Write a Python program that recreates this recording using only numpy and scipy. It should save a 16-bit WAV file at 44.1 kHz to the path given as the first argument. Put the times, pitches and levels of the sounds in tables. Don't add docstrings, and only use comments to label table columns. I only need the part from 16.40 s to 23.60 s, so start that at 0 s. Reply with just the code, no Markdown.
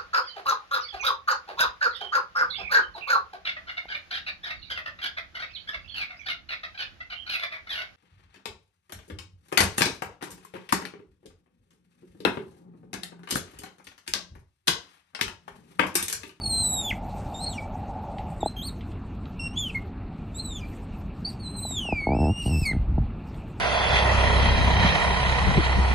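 import sys
import numpy as np
from scipy import signal
from scipy.io import wavfile

SR = 44100
rng = np.random.default_rng(int(sys.argv[2]) if len(sys.argv) > 2 else 0)


def dump(signal):
    limited = np.clip(np.atleast_2d(signal).T, -1, 1)
    pcm = np.round(limited * 32767).astype(np.int16)
    wavfile.write(sys.argv[1], SR, pcm)


N = 317511
TIME = np.arange(N) / SR

# f/Hz, relative level/dB per Hz
ROOM_TONE = [(20, -15), (43, 0.5), (70, -3.5), (98, 0), (120, -8), (184, -5), (230, -6.5), (310, -14.5),
             (400, -19.5), (520, -27.5), (780, -22), (1050, -28.5), (1300, -29), (1600, -36), (2000, -39),
             (2700, -34.5), (3300, -49), (4600, -43), (5600, -82.5), (8500, -65.5)]
ROOM_TONE_DB = -35.5
# t/s, level/dB
HUSH = [(0, -47.5), (.3, -42), (.7, -40.5), (1.1, -39), (1.4, -41.5), (1.65, -37.5), (1.93, -41.5),
        (2.0, -52), (2.2, -86)]
# f/Hz, relative level/dB per Hz
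HUSH_COLOUR = [(400, -20), (540, -9), (650, -5), (850, 2.5), (980, -19.5), (1150, -22)]

# t at full height/s, length/s, relative level/dB
STROKES = [(0.502, 0.033, -46.5), (0.68, 0.55, -49), (1.337, 0.83, -60), (1.79, 0.23, -55.5),
           (2.192, 0.33, -59.5), (2.604, 0.15, -67.5), (2.84, 0.25, -62), (3.24, 0.16, -54),
           (3.822, 0.26, -64), (4.203, .18, -52.5), (4.537, 0.08, -57.5), (4.823, 0.12, -56),
           (5.294, 0.3, -56.5), (6.019, 0.25, -55.5), (6.892, 0.4, -60)]
# f/Hz, relative level/dB per Hz
RUB_COLOUR = [(2000, 9), (4000, 8), (6200, 4.5), (8000, 6.5), (10500, -29), (11700, -1), (13000, 0.5),
              (13900, 0), (14500, -26.5)]
STROKE_ATTACK_S, STROKE_RELEASE_S = 0.12, 0.059
RESTING_RUB_DB = -80.5

# t/s, level/dB
ROLL = [(5.9, -62), (6.2, -41.5), (6.38, -26.5), (6.47, -27), (6.53, -22), (6.58, -24.5), (6.64, -22.5),
        (6.72, -41), (6.85, -63)]
# f/Hz, relative level/dB per Hz
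ROLL_COLOUR = [(22, -14), (42, 0), (65, -1.5), (110, -13.5), (220, -19.5), (400, -45.5)]
# f/Hz, relative level/dB, t60/s, polarity/sign
WOOD = [(47.8, 3.5, 0.06, 1), (80.7, 3.5, 0.085, -1), (132.9, 4, 0.046, 1), (213, 6.5, 0.036, -1),
        (298, 7, 0.026, 1), (457, 5.5, 0.012, -1), (633, -3.5, 0.037, -1), (831, 4.5, 0.02, 1)]
# t/s, length/s, slips/count, slowing/-1 to 1,
# first knock level/dB, last knock level/dB, first thud level/dB, last thud level/dB (all relative)
CREAKS = [(2.029, 0.03, 2, 0, -16, -15.5, -38, -38), (5.2505, 0.058, 2, 0, -28.5, -36, -57, -43),
          (5.452, 0.072, 3, 0.047, -34, -18.5, -50, -22), (5.615, 0.004, 1, 0, -38, -38, -48, -48),
          (5.6691, 0.035, 3, -0.25, -16.5, -22.5, -24.5, -21),
          (5.718, 0.047, 4, 0.16, -18, -23, -25, -20.5), (5.7869, 0.053, 5, -0.16, -24, -21, -20, -19),
          (5.854, 0.039, 4, -0.089, -22, -25, -24, -17.5), (5.9033, 0.019, 3, -0.078, -29.5, -51, -19, -24),
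          (6.059, 0.033, 3, -0.096, -30.5, -36.5, -17.5, -21),
          (6.106, .076, 7, 0.076, -35.5, -43, -18.5, -20),
          (6.215, 0.004, 1, 0.014, -40.5, -38, -16.5, -16.5),
          (6.3113, 0.051, 4, -0.24, -36, -37.5, -24, -19), (6.579, 0.021, 2, 0, -26, -63, -17.5, -18.5)]

# t/s, relative level/dB
TOUCHES = [(1.783, -39), (2.408, -43.5), (2.516, -47.5), (2.855, -46), (4.253, -59.5), (4.505, -56),
           (6.331, -54), (6.942, -50.5)]
# delay/s, level/dB
BOUNCES = [(.004, -18.5), (.013, -15.5)]

# f/Hz, relative level/dB
THROAT = [(5000, -0.5), (6250, -12), (6700, -10.5), (7200, -5), (8400, 5.5), (9050, 4.5), (10000, -36.5),
          (11000, -13.5), (12300, -9), (13400, -1.5), (14500, -21.5)]
# f/Hz, width/Hz, relative level/dB
RASP = [(4500, 1100, 5.5), (7300, 700, -9.5), (7800, 430, -2.5), (10000, 500, -11.5), (11100, 600, -7.5),
        (12200, 600, -9), (13300, 900, -5)]
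RASP_DB = -4
# t/s, pitch f/Hz, fundamental relative level/dB, overtones relative level/dB
SQUEAL = [(0.005, 4510, -56, -59), (0.017, 4510, -31.5, -54), (0.029, 4360, -47, -47),
          (0.039, 4415, -25.5, -44), (0.053, 4280, -39.5, -38), (0.063, 4280, -22, -34.5),
          (0.079, 4335, -33.5, -37.5), (0.125, 4133, -27, -28), (0.165, 4116, -24.5, -29),
          (0.225, 4132, -25, -28.5), (0.24, 3980, -34, -24), (0.262, 4010, -32.5, -25.5),
          (0.284, 3954, -36.5, -27), (0.302, 3890, -38.5, -25.5), (0.322, 3796, -38.5, -29.5),
          (0.339, 3966, -32.5, -24.5), (0.366, 3766, -37, -32), (0.383, 3773, -34, -32),
          (0.403, 3705, -27, -32.5), (0.425, 3600, -40.5, -38.5), (0.462, 3485, -31, -39),
          (0.481, 3440, -29.5, -45), (0.501, 3150, -33, -46), (0.514, 2100, -21, -54),
          (0.521, 1955, -35, -67), (0.529, 1244, -48, -75)]
FIRST_ARCH = [(0.942, 3640, -48, -49), (0.954, 3690, -42.5, -48), (0.982, 3660, -44, -46),
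              (1.016, 4150, -39.5, -45), (1.046, 4210, -33.5, -36), (1.058, 4180, -41.5, -51),
              (1.072, 4360, -28, -56), (1.083, 4260, -28.5, -66), (1.089, 4210, -51, -44),
              (1.1, 3990, -43, -41), (1.126, 3770, -44, -41.5), (1.136, 3340, -44, -52),
              (1.148, 2850, -53, -52), (1.16, 2870, -42.5, -52), (1.172, 2740, -55, -53),
              (1.184, 2320, -31, -58), (1.201, 2277, -37.5, -71)]
CHIRPS = [
    [(2.006, 3880, -44.5, -39), (2.036, 3380, -45.5, -73), (2.06, 3995, -46, -39),
     (2.082, 4110, -31.5, -48), (2.098, 4130, -64, -63)],
    [(2.166, 3193, -38, -54.5), (2.218, 3200, -37.5, -52.5), (2.236, 4050, -39.5, -45.5),
     (2.274, 4600, -38, -41), (2.296, 3750, -39, -49)],
    [(4.848, 4440, -32, -62), (4.858, 4440, -25.5, -54), (4.872, 4710, -36.5, -55), (4.892, 4630, -37, -50),
     (4.906, 3930, -50, -48)],
]
HELD_ARCH = [(2.994, 2740, -33, -50), (3.012, 2695, -35, -39), (3.028, 2742, -35.5, -43.5),
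             (3.074, 2730, -32, -41.5), (3.094, 2720, -53, -57), (3.132, 2806, -51, -60),
             (3.154, 3160, -56, -60), (3.166, 3330, -33, -49), (3.176, 3440, -24.5, -45),
             (3.196, 3550, -33, -30), (3.228, 3334, -32, -46), (3.27, 3045, -32.5, -61),
             (3.286, 2950, -42, -55), (3.302, 2620, -35, -66), (3.31, 2350, -42, -59)]
YIP = [(3.347, 2196, -32, -62), (3.358, 2155, -25.5, -48), (3.368, 2112, -30, -62), (3.375, 1985, -35, -63)]
LAST_ARCH = [(3.945, 3580, -49.5, -52), (3.971, 3900, -54, -37), (4.001, 4130, -27, -47.5),
             (4.019, 4220, -43, -53), (4.036, 4060, -51, -51), (4.052, 3980, -41.5, -35),
             (4.075, 3970, -46, -45), (4.125, 3616, -39, -46), (4.145, 3570, -45, -47),
             (4.161, 3470, -38, -45.5), (4.195, 3100, -46, -54), (4.211, 2430, -57, -63),
             (4.232, 2414, -40, -68), (4.25, 2336, -48, -72), (4.272, 2395, -53, -78)]
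WHINE_FALL = [(4.998, 4440, -49.5, -56.5), (5.026, 4370, -46.5, -66), (5.033, 4170, -46, -54),
              (5.07, 4010, -36, -50), (5.095, 4085, -42, -52), (5.122, 4060, -55, -49.5),
              (5.158, 4143, -38, -59), (5.166, 4130, -46, -44), (5.196, 4010, -36.5, -36),
              (5.21, 4125, -68, -39), (5.232, 4104, -35, -41), (5.306, 3840, -42.5, -34.5),
              (5.352, 3650, -37, -40.5), (5.39, 3305, -27, -39.5)]
WHINE_LOW = [(5.408, 3095, -34.5, -50), (5.475, 2780, -33.5, -50), (5.534, 2440, -31, -60),
             (5.555, 2376, -33.5, -55), (5.593, 2297, -26.5, -54), (5.614, 2217, -34.5, -48),
             (5.652, 2175, -31.5, -50.5), (5.697, 2248, -37.5, -58), (5.73, 2346, -37, -62),
             (5.755, 2650, -49, -55), (5.78, 2704, -46, -57), (5.801, 2660, -43.5, -49),
             (5.829, 2724, -44.5, -51), (5.852, 2625, -41, -46.5), (5.899, 2790, -43.5, -53),
             (5.95, 2810, -41, -50), (6, 2853, -33.5, -43.5), (6.024, 2833, -35, -47),
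             (6.031, 2730, -44, -45), (6.045, 2763, -46, -47.5), (6.062, 2835, -35.5, -41.5),
             (6.098, 2777, -41.5, -45.5), (6.121, 2686, -38.5, -41), (6.162, 2635, -36.5, -41.5),
             (6.201, 2690, -42, -41.5), (6.224, 2650, -42, -42), (6.247, 2470, -33, -38.5)]
LOW_BREAK = [(6.252, 2275, -27.5, -33), (6.28, 2164, -27, -30.5), (6.3, 2104, -25, -38.5),
             (6.316, 2067, -29.5, -47), (6.325, 1830, -42, -62), (6.338, 1280, -45, -75)]
PHRASE = [(SQUEAL, 0.01), (FIRST_ARCH, 0.29), (CHIRPS[0], 0.19), (CHIRPS[1], 0.43), (HELD_ARCH, 0.17),
          (YIP, 0.23), (LAST_ARCH, 0.37), (CHIRPS[2], 0.42), (WHINE_FALL + WHINE_LOW, 0.17),
          (LOW_BREAK, 0.057)]
# t at the height/s, half-length/s,
# added roughness/0 to 1, added brightness/dB per octave
STRAINS = [(0.047, 0.045, 0.03, -5), (0.3, 0.073, 0, 1), (0.432, 0.092, 0.15, 18.5),
           (1.075, 0.04, 0.2, -14), (1.185, 0.035, 0.16, -8), (2.226, 0.12, 0, 17), (3.044, 0.078, 0, -8.5),
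           (3.16, 0.02, 0.44, -18), (3.254, 0.02, 0.03, 11), (3.996, 0.011, 0.18, -4),
           (4.215, 0.045, 0.21, -17), (5.234, 0.069, 0, 10), (5.58, 0.39, 0, -3), (5.872, 0.11, 0, -2),
           (6.06, 0.064, 0.55, 14), (6.15, 0.04, 0, 3), (6.227, 0.072, 0.37, 9.5)]
# t/s, half-length/s, depth/0 to 1
OVERBLOWS = [(0.058, 0.007, 0.05), (1.066, 0.014, 0.2), (3.178, 0.01, 0.14), (3.99, 0.011, 0.17),
             (4.865, 0.011, 0)]
SPLAY_HZ = 406
VOICE_TOP_HZ = 14000
OVERTONE_DB_PER_OCTAVE = -17.5
FLUTTER_DB, FLUTTER_PER_S = 0.68, 64
QUAVER, QUAVER_PER_S = 0.0025, 25.0
CUTOFF_HZ = 15700


def from_db(db):
    return 10 ** (np.asarray(db) / 20)


def rms_one(x):
    return x / np.sqrt(np.mean(x ** 2) + 1e-20)


def in_time(rows, t=TIME):
    s, *columns = np.transpose(rows)
    return [np.interp(t, s, column) for column in columns]


def at_hz(points, hz):
    f, db = np.transpose(points)
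    return np.interp(np.log(hz), np.log(f), db)


def butter(x, hz, kind, order=2):
    sos = signal.butter(order, np.clip(hz, 10, 0.45 * SR), kind, fs=SR, output="sos")
    return signal.sosfilt(sos, x + 1e-18)


def drift(rate, size=N):
    step = max(1, int(SR / rate / 20))
    white = rng.standard_normal(size // step + 300)
    slow = rms_one(butter(white, rate * step, "low", order=4)[100:])
    return np.interp(np.arange(size) / step, np.arange(len(slow)), slow)


def noise(colour, patchy_db=0):
    white, out = rng.standard_normal((2, N + SR // 4)), 0
    edges = 2 ** (np.array([-1, 1]) / 6)
    for k, hz in enumerate(1000 * 2 ** (np.arange(-17, 13) / 3)):
        if hz * edges[1] > colour[0][0] and hz * edges[0] < colour[-1][0]:
            flicker_db = patchy_db * drift(14.2) if patchy_db else 0
            band = butter(white[k % 2], hz * edges, "band", order=3)[-N:]
            out = out + band * from_db(at_hz(colour, hz) + flicker_db)
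    return rms_one(out)


def bumps(t, rows):
    return sum(height * np.exp(-((t - s) / half) ** 2) for s, half, height in rows)


def room_tone():
    return from_db(ROOM_TONE_DB) * noise(ROOM_TONE, patchy_db=1.97)


def hush():
    return from_db(in_time(HUSH)[0]) * noise(HUSH_COLOUR, patchy_db=2.0)


def rustle(grain_db=1.5, stroke_db=1.65):
    envelope = from_db(RESTING_RUB_DB)
    for s, length, db in STROKES:
        swell = np.clip(1 + (TIME - s) / STROKE_ATTACK_S, 0, 1)
        fade = np.exp(-np.clip((TIME - s - length) / STROKE_RELEASE_S, 0, 20))
        envelope = np.maximum(envelope, from_db(db) * swell * fade)
    unevenness = from_db(grain_db * drift(220) + stroke_db * drift(13))
    return envelope * unevenness * noise(RUB_COLOUR, patchy_db=4.0)


def roll():
    return from_db(in_time(ROLL)[0]) * noise(ROLL_COLOUR)


def slips():
    rows = []
    for s, length, count, slowing, knock, last_knock, thud, last_thud in CREAKS:
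        for u in np.linspace(0, 1, int(round(count))):
            when = s + length * u * (1 + slowing * (u - 1))
            rows.append((when, knock + u * (last_knock - knock), thud + u * (last_thud - thud)))
    return rows


def ring(clicks, hz, t60):
    radius, w = np.exp(-np.log(1000) / (t60 * SR)), 2 * np.pi * hz / SR
    return signal.lfilter([0, np.sin(w)], [1, -2 * radius * np.cos(w), radius ** 2], clicks + 1e-18)


def creak(knock_hz=600, thud_hz=130, contact_hz=960):
    s, knock_db, thud_db = np.transpose(slips())
    out = 0
    for hz, db, t60, polarity in WOOD:
        high = np.clip(np.log(hz / thud_hz) / np.log(knock_hz / thud_hz), 0, 1)
        clicks = np.zeros(N)
        clicks[np.round(s * SR).astype(int)] = from_db(db + high * knock_db + (1 - high) * thud_db)
        out = out + np.sign(polarity) * ring(clicks, hz, t60)
    return butter(butter(out, 30, "high"), contact_hz, "low", order=6)


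def touches(rise_s=0.0014, decay_s=0.0062, low_hz=1900, high_hz=3900):
    envelope, age = np.zeros(N), TIME[:SR // 10]
    puff = np.minimum(age / rise_s, 1) * np.exp(-age / decay_s)
    for s, db in TOUCHES:
        at = int(s * SR)
        envelope[at:at + len(age)] += from_db(db) * puff
    return envelope * rms_one(butter(rng.standard_normal(N), [low_hz, high_hz], "band", order=3))


def bounces(x):
    return sum(from_db(db) * np.interp(TIME - delay, TIME, x, left=0) for delay, db in BOUNCES)


def room(x, t60, first_s):
    t = TIME[:SR // 2]
    tail = rng.standard_normal(len(t)) * np.exp(-np.log(1000) * t / t60) * (t > first_s)
    return signal.fftconvolve(x, tail / np.linalg.norm(tail))[:N]


def rasp_noise(pitch, lowest_multiple=0.9):
    gains = from_db([db for _, _, db in RASP])
    out = 0
    for (hz, width, _), gain in zip(RASP, gains / np.linalg.norm(gains)):
        edges = [hz - width / 2, hz + width / 2]
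        band = rms_one(butter(rng.standard_normal(len(pitch)), edges, "band", order=3))
        out = out + gain / (1 + (lowest_multiple * pitch / hz) ** 10) * band
    return out


def overtone_shares(pitch, bright_db):
    slope_db = OVERTONE_DB_PER_OCTAVE + bright_db
    shares = np.array([at_hz(THROAT, k * pitch) + slope_db * np.log2(k) for k in range(2, 7)])
    return shares - 10 * np.log10(np.sum(from_db(shares) ** 2, axis=0))


def call(shape, roughness, jitter=0.015, fast_jitter=0.018, shimmer_db=4.5, air_db=-23,
         hoarse_db=-21, grain_db=2.5, puff=0.4, uneven_db=-14, edge_s=0.0026):
    start, end = shape[0][0], shape[-1][0]
    span = (TIME > start - edge_s) & (TIME < end + edge_s)
    t = TIME[span]

    def wander(rate):
        return drift(rate, size=len(t))

    pitch, fundamental_db, overtones_db = in_time(shape, t)
    strain = bumps(t, [(s, half, more) for s, half, more, _ in STRAINS])
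    bright_db = bumps(t, [(s, half, db) for s, half, _, db in STRAINS])
    rough = np.clip(roughness + strain, 0, 1)
    wobble = jitter * wander(60) + fast_jitter * wander(400)
    shaken_pitch = pitch * (1 + rough * wobble + QUAVER * wander(QUAVER_PER_S))
    phase = 2 * np.pi * np.cumsum(shaken_pitch) / SR

    splayed = wander(SPLAY_HZ) * np.cos(phase) + wander(SPLAY_HZ) * np.sin(phase)
    voice = from_db(fundamental_db) * bumps(t, OVERBLOWS) * splayed

    flutter_db = FLUTTER_DB * wander(FLUTTER_PER_S)
    levels_db = [fundamental_db, *(overtones_db + overtone_shares(pitch, bright_db))]
    for k, db in enumerate(levels_db, 1):
        audible = k * pitch < SR / 2
        air = from_db(air_db) * rough * wander(460)
        hoarse = from_db(hoarse_db) * rough ** 3 * np.sqrt(k) * wander(870)
        gain = from_db(db + flutter_db + shimmer_db * rough * wander(55)) * audible
        voice = voice + gain * ((1 + air) * np.cos(k * phase) + hoarse * np.sin(k * phase))
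        between_db = overtones_db + uneven_db + at_hz(THROAT, (k - 0.5) * pitch)
        between = from_db(between_db) * rough * (k > 2) * audible
        voice = voice + between * wander(90) * np.cos((k - 0.5) * phase)

    rasp_gain = from_db(RASP_DB + overtones_db + grain_db * wander(120)) * rough * np.clip(strain, 0, 1)
    voice = voice + rasp_gain * (1 + puff * np.cos(phase)) * rasp_noise(pitch)
    edges = np.clip((np.minimum(t - start, end - t) + edge_s) / (2 * edge_s), 0, 1)
    out = np.zeros(N)
    out[span] = voice * edges
    return out


def otter():
    calls = sum(call(shape, roughness) for shape, roughness in PHRASE)
    return from_db(1.5) * butter(calls, VOICE_TOP_HZ, "low", order=12)


def scene():
    background = room_tone() + hush() + from_db(-10.0) * rustle()
    table = from_db(-0.36) * creak() + roll()
    near = otter() + touches()
    near = near + bounces(near) + from_db(-10.5) * room(near, t60=0.19, first_s=0.0044)
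    return near * from_db([[-0.2], [0.2]]) + table + background


def record(dry):
    return signal.sosfilt(signal.ellip(10, 0.1, 80, CUTOFF_HZ, fs=SR, output="sos"), dry)


dry = scene()
out = record(dry)
dump(out)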